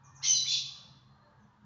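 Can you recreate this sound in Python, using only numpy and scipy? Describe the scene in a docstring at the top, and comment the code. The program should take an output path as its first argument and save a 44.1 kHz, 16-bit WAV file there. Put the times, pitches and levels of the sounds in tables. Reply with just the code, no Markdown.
"""Hen squawk in a coop.

A hen on a straw nest gives one shrill, harsh squawk: a squeal of strained harmonics that cracks upward
and breaks into a rasp, while the second side of her voice box whistles. Chicks peep faintly before and
after, far fowl call and the coop rings. A low hum, a dull outdoor rush and a faint din lie underneath."""
import sys
import numpy as np
from scipy import signal
from scipy.fft import rfft, irfft, next_fast_len
from scipy.io import wavfile
from scipy.ndimage import uniform_filter1d, map_coordinates

SR = 44100
rng = np.random.default_rng(int(sys.argv[2]) if len(sys.argv) > 2 else 0)


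def log_audio(samples):
    """Write samples as a 16-bit WAV file to the path given in sys.argv[1]."""
    # one column per channel
    frames = np.atleast_2d(samples).T
    # limit to full scale, then quantise
    limited = np.clip(frames, -1, 1)
    pcm = np.round(limited * 32767).astype(np.int16)
    wavfile.write(sys.argv[1], SR, pcm)


N = 72765

# Hum. Each row: time in seconds, lower line in dB, upper line in dB.
HUM_LEVELS = [(0, -66, -102.5), (.36, -56.5, -71.5), (.7, -60, -77.5), (.86, -84, -75.5), (.97, -62.5, -90),
              (1.05, -87, -88), (1.11, -59, -67), (1.33, -87, -80.5), (1.385, -60.5, -78),
              (1.44, -66, -59.5), (1.52, -78.5, -80), (1.65, -68.5, -59.5)]
# Outdoor rumble and hiss. Each row: frequency in Hz, relative density in dB.
RUMBLE_SPECTRUM = [(20, -33.5), (68, -6), (130, 1.5), (400, -25.5), (900, -63.5)]
HISS_SPECTRUM = [(400, -1.5), (1500, -4.5), (2300, -10.5), (3500, -9), (7500, -21.5)]
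# Distant din. Each row: time in seconds, then low, middle and upper band in dB before trim.
DIN_LEVELS = [(0.0, -92, -68, -74), (0.164, -77.5, -65, -75.5), (0.233, -75.5, -62, -62.5),
              (0.325, -76.5, -58, -81), (0.399, -73, -72, -83), (0.464, -76.5, -66, -70),
              (0.624, -79, -70.5, -83), (0.871, -67.5, -64.5, -72.5), (1.02, -77, -74, -77.5),
              (1.33, -66.5, -69, -72.5), (1.481, -74.5, -70, -76.5), (1.65, -79.5, -70, -77)]
# Din bands. Each row: centre in Hz, half width in Hz, trim in dB.
DIN_PASSBANDS = [(640, 250, -4), (1024, 207, 0), (1520, 330, 1.5)]
# Far fowl. Each row: start in seconds, length in seconds, pitch in Hz, level in dB.
FOWL_NOTES = [(0, .09, 2420, -72), (.11, .07, 2440, -69), (.06, .12, 1820, -68), (.81, .09, 1160, -61),
              (1.2, .06, 1060, -64), (1.2, .12, 590, -65), (1.25, .15, 885, -62), (1.46, .09, 995, -62)]
# Chicks, then a faint far call near 4.2 kHz. 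Each row: start in seconds, length in seconds, first and last
# pitch in Hz, level in dB.
HIGH_NOTES = [(0.031, 0.047, 6930, 5330, -56), (0.143, 0.043, 6970, 5310, -51),
              (1.074, 0.08, 4192, 4170, -74), (1.171, 0.1027, 3990, 4430, -74),
              (1.382, .07, 6700, 5580, -78)]
# Coop decay. Each row: frequency in Hz, time to fall 60 dB in seconds.
COOP_T60 = [(500, 0.18), (2200, 0.83), (4000, 0.73), (5500, 0.68), (7000, .58)]
# Coop resonances. Each row: centre in Hz, width in Hz, lift in dB.
COOP_RINGS = [(3452, 90, 6), (4195, 60, 9), (5003, 55, 8), (5440, 110, 4)]
# Squeal pitch. Each row: time in seconds, fundamental in Hz.
SQUEAL_PITCH = [(.219, 880), (.226, 985), (.234, 1075), (.26, 1050), (.285, 1022), (.34, 1008), (.40, 1000),
                (.458, 1015), (.47, 1215), (.487, 1150), (.53, 1146)]
# Squeal harmonics. Each row: time in seconds, then fourth, second, third and sixth in dB.
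SQUEAL_LEVELS = [(.217, -70, -71.5, -65.5, -74.5), (.234, -40.5, -47, -48, -42.5),
                 (.25, -40, -44.5, -45.5, -45), (.286, -56, -62, -38, -22),
                 (.338, -50.5, -71.5, -39.5, -26.5), (.352, -49, -79, -33, -35.5),
                 (.39, -53.5, -79, -52, -39), (.44, -60.5, -76, -49, -56.5), (.464, -56, -45.5, -53.5, -69),
                 (.483, -51, -57.5, -35, -61), (.51, -39.5, -62.5, -32, -48), (.53, -47.5, -67.5, -54, -47),
                 (.58, -74.5, -91, -58.5, -82.5)]
# Rasp as the call opens and as it breaks. Each row: time in seconds, level in dB.
OPENING_LEVELS = [(.222, -69.5), (.236, -38.5), (.254, -29.5), (.29, -32), (.33, -34.5), (.375, -37),
                  (.41, -38), (.44, -56.5), (.46, -45.5), (.50, -46.5), (.53, -63)]
BREAK_LEVELS = [(.465, -44.5), (.495, -33), (.522, -31.5), (.547, -31), (.57, -34.5), (.60, -36),
                (.64, -87.5)]
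# Throat response for each rasp. Each row: frequency in Hz, relative gain in dB.
OPENING_SPECTRUM = [(300, -51), (1750, -24), (2100, -17), (2600, -10), (3300, -5), (4300, -0.5), (5100, -2),
                    (5900, 9.5), (6600, -6), (7100, -17.5), (7500, -30.5)]
BREAK_SPECTRUM = [(1000, -57.5), (1900, -34), (2250, -33), (2470, -6.5), (3150, -7), (3900, 2), (5000, -1),
                  (5900, -3), (6500, -5.5), (7000, -16), (7600, -26.5)]
# Rasp's lower band, weakest at the tightest squeal. Each row: time in seconds, gain in dB.
RASP_LOW_GAIN = [(.26, 2.5), (.31, -2.5), (.42, -16.5), (.455, 5), (.50, -7.5), (.525, 1.5)]
# Whistle. Each row: time in seconds, pitch in Hz, level in dB, side tone in dB, pitch scatter as a ratio.
WHISTLE_PATH = [(.32, 4325, -50, -52, .012), (.338, 4178, -33, -42, .013), (.378, 4016, -30.5, -32.5, .016),
                (.405, 3968, -26, -50, .009), (.414, 3975, -23.5, -54, .005), (.424, 4100, -48, -54, .012),
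                (.475, 4110, -48, -64, .025), (.515, 4080, -29.5, -54, .026), (.56, 4190, -44, -68, .02)]

JITTER_HZ, SHIMMER_HZ = 700, 240  # wobble rates of the hen's pitch and level


def amp(db):
    """Decibels to gain."""
    return 10 ** (np.asarray(db) / 20)


def unit(x):
    """Scale to rms 1."""
    return x / np.sqrt(np.mean(x ** 2) + 1e-20)


def along(points, hz):
    """Interpolate (Hz, value) points on a log axis."""
    knots_hz, values = np.transpose(points)
    return np.interp(np.log(hz + 1), np.log(knots_hz + 1), values)


def curves(rows):
    """One value per sample for each column after the time."""
    times_s, *columns = np.transpose(rows)
    return [np.interp(np.arange(N) / SR, times_s, column) for column in columns]


def during(rows):
    """1 while a curve lasts, else 0."""
    t = np.arange(N) / SR
    return (t > rows[0][0]) & (t < rows[-1][0])


def wobble(rate_hz):
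    """Smooth random curve, rate_hz knots a second."""
    return map_coordinates(rng.standard_normal(N // 8), [np.arange(N) * rate_hz / SR], mode="wrap")


def filtered(x, response):
    """Apply a gain function of frequency."""
    size = next_fast_len(N + SR // 2)
    return irfft(rfft(x, size) * response(np.fft.rfftfreq(size, 1 / SR)), size)[..., :N]


def noise(colour_db):
    """Noise of rms 1, coloured by a function of frequency."""
    return unit(filtered(rng.standard_normal(N), lambda hz: amp(colour_db(hz))))


def tone(hz):
    """Sine of rms 1 along a pitch curve."""
    return np.sqrt(2) * np.sin(2 * np.pi * np.cumsum(hz) / SR)


def hum(lower_hz=135.8, upper_hz=206.4):
    """Two wavering lines, as of a far engine."""
    lower_db, upper_db = curves(HUM_LEVELS)
    lower = amp(lower_db) * tone(lower_hz * (1 + 0.0027 * wobble(18)))
    upper = amp(upper_db) * tone(upper_hz * (1 + 0.03 * wobble(19)))
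    return lower + upper


def outdoor_rush(rumble_db=-64, hiss_db=-75.5):
    """Unsteady rumble under steady hiss."""
    rumble = unit(amp(3 * wobble(11)) * noise(lambda hz: along(RUMBLE_SPECTRUM, hz)))
    hiss = noise(lambda hz: along(HISS_SPECTRUM, hz))
    return amp(rumble_db) * rumble + amp(hiss_db) * hiss


def patchy(x, depth_db=4):
    """Narrow, brief patches swell and fade in a noise."""
    spectra = signal.stft(x, nperseg=2048)[2]
    patches = uniform_filter1d(rng.standard_normal(spectra.shape), size=3, axis=0)
    patches = unit(uniform_filter1d(patches, size=4, axis=1))
    return unit(signal.istft(spectra * amp(depth_db * patches), nperseg=2048)[1][:N])


def din():
    """Blurred outdoor din, shifting between three noise bands."""
    total = np.zeros(N)
    for db, (centre_hz, half_width_hz, trim_db) in zip(curves(DIN_LEVELS), DIN_PASSBANDS):
        band = noise(lambda hz: -10 * np.log10(1 + ((hz - centre_hz) / half_width_hz) ** 6))
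        total += amp(db + trim_db) * patchy(band)
    return total


def note(start_s, length_s, from_hz, to_hz, db, jitter):
    """One jittery glide that swells and fades."""
    progress = np.clip((np.arange(N) / SR - start_s) / length_s, 0, 1)
    hz = (from_hz + (to_hz - from_hz) * progress) * (1 + jitter * wobble(1000))
    return amp(db) * np.sin(np.pi * progress) * tone(hz)


def far_fowl():
    """Short, level-pitched notes of distant fowl."""
    return sum(note(start_s, length_s, hz, hz, db, jitter=0.0086)
               for start_s, length_s, hz, db in FOWL_NOTES)


def high_notes():
    """Thin peeps and a faint far call, hoarse with fast pitch jitter."""
    return sum(note(*row, jitter=0.034) for row in HIGH_NOTES)


def coop(x, direct_db, tail_db=-6.5, walls_db=-8.5, walls_decay_s=0.034):
    """Direct sound, near wall echoes and a tail that dies by band and rings at a few tones."""
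    bins_hz, t, spectra = signal.stft(rng.standard_normal(SR), SR, nperseg=256)
    decay = amp(-60 * t / along(COOP_T60, bins_hz)[:, None])
    tail = unit(signal.istft(spectra * decay, SR, nperseg=256)[1])
    tail = filtered(tail, lambda hz: amp(sum(db / (1 + (2 * (hz - centre_hz) / width_hz) ** 2)
                                             for centre_hz, width_hz, db in COOP_RINGS)))
    walls = rng.standard_normal(N) * np.exp(-np.arange(N) / SR / walls_decay_s)
    echoes = amp(tail_db) * tail / np.linalg.norm(tail) + amp(walls_db) * walls / np.linalg.norm(walls)
    return amp(direct_db) * x + signal.fftconvolve(x, echoes)[:N]


def hoarse_harmonic(pitch_hz, order, fray_hz=800, shimmer_db=2.3):
    """Shimmering harmonic of rms 1; higher orders fray more."""
    fray = 1 + 0.03 * order * (wobble(fray_hz) + 1j * wobble(fray_hz))
    carrier = np.exp(2j * np.pi * np.cumsum(order * pitch_hz) / SR)
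    return unit(amp(shimmer_db * wobble(SHIMMER_HZ)) * np.real(fray * carrier))


def squeal(jitter=0.0085, tremor=0.006, tremor_hz=70):
    """A strained voice yelps upward on harmonics 2 to 6; the third and sixth pierce."""
    pitch_hz, = curves(SQUEAL_PITCH)
    pitch_hz *= 1 + jitter * wobble(JITTER_HZ) + tremor * wobble(tremor_hz)
    fourth_db, second_db, third_db, sixth_db = curves(SQUEAL_LEVELS)
    levels_db = {2: second_db, 3: third_db, 4: fourth_db, 5: fourth_db - 4, 6: sixth_db}
    voice = sum(amp(db) * hoarse_harmonic(pitch_hz, order) for order, db in levels_db.items())
    return during(SQUEAL_LEVELS) * voice


def rasp(levels, throat, flutter_db=2, flutter_hz=320, split_hz=4700):
    """Chaotic flutter through the throat; the lower band swells and fades on its own."""
    level_db, = curves(levels)
    low_db, = curves(RASP_LOW_GAIN)
    flutter = amp(flutter_db * wobble(flutter_hz)) * rng.standard_normal(N)
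    voice = unit(filtered(flutter, lambda hz: amp(along(throat, hz))))
    low = filtered(voice, lambda hz: 1 / (1 + (hz / split_hz) ** 20))
    return during(levels) * amp(level_db) * (voice - low + amp(low_db) * low)


def whistle(shimmer_db=2, side_ratio=1.165):
    """The voice box's second side whistles: it slides down, locks briefly on a clean note, then frays."""
    hz, main_db, side_db, scatter = curves(WHISTLE_PATH)
    shimmer = amp(shimmer_db * wobble(SHIMMER_HZ))
    main = unit(shimmer * tone(hz * (1 + scatter * wobble(JITTER_HZ))))
    side = tone(hz * side_ratio * (1 + scatter * wobble(JITTER_HZ)))
    return during(WHISTLE_PATH) * (amp(main_db) * main + amp(side_db) * side)


def scene():
    """Hen and small birds through the coop, over the outdoor background; mono."""
    hen = squeal() + whistle()
    hen += rasp(OPENING_LEVELS, OPENING_SPECTRUM) + rasp(BREAK_LEVELS, BREAK_SPECTRUM)
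    birds = coop(hen, direct_db=-1)
    birds += coop(high_notes() + far_fowl(), direct_db=-19)  # hidden, so mostly echo
    return (birds + hum() + outdoor_rush() + din())[None]


def record(dry, top_hz=7500, taper_hz=150):
    """Low-pass: nothing above top_hz."""
    return filtered(dry, lambda hz: np.clip((top_hz - hz) / taper_hz, 0, 1))


dry = scene()
out = record(dry)
log_audio(out)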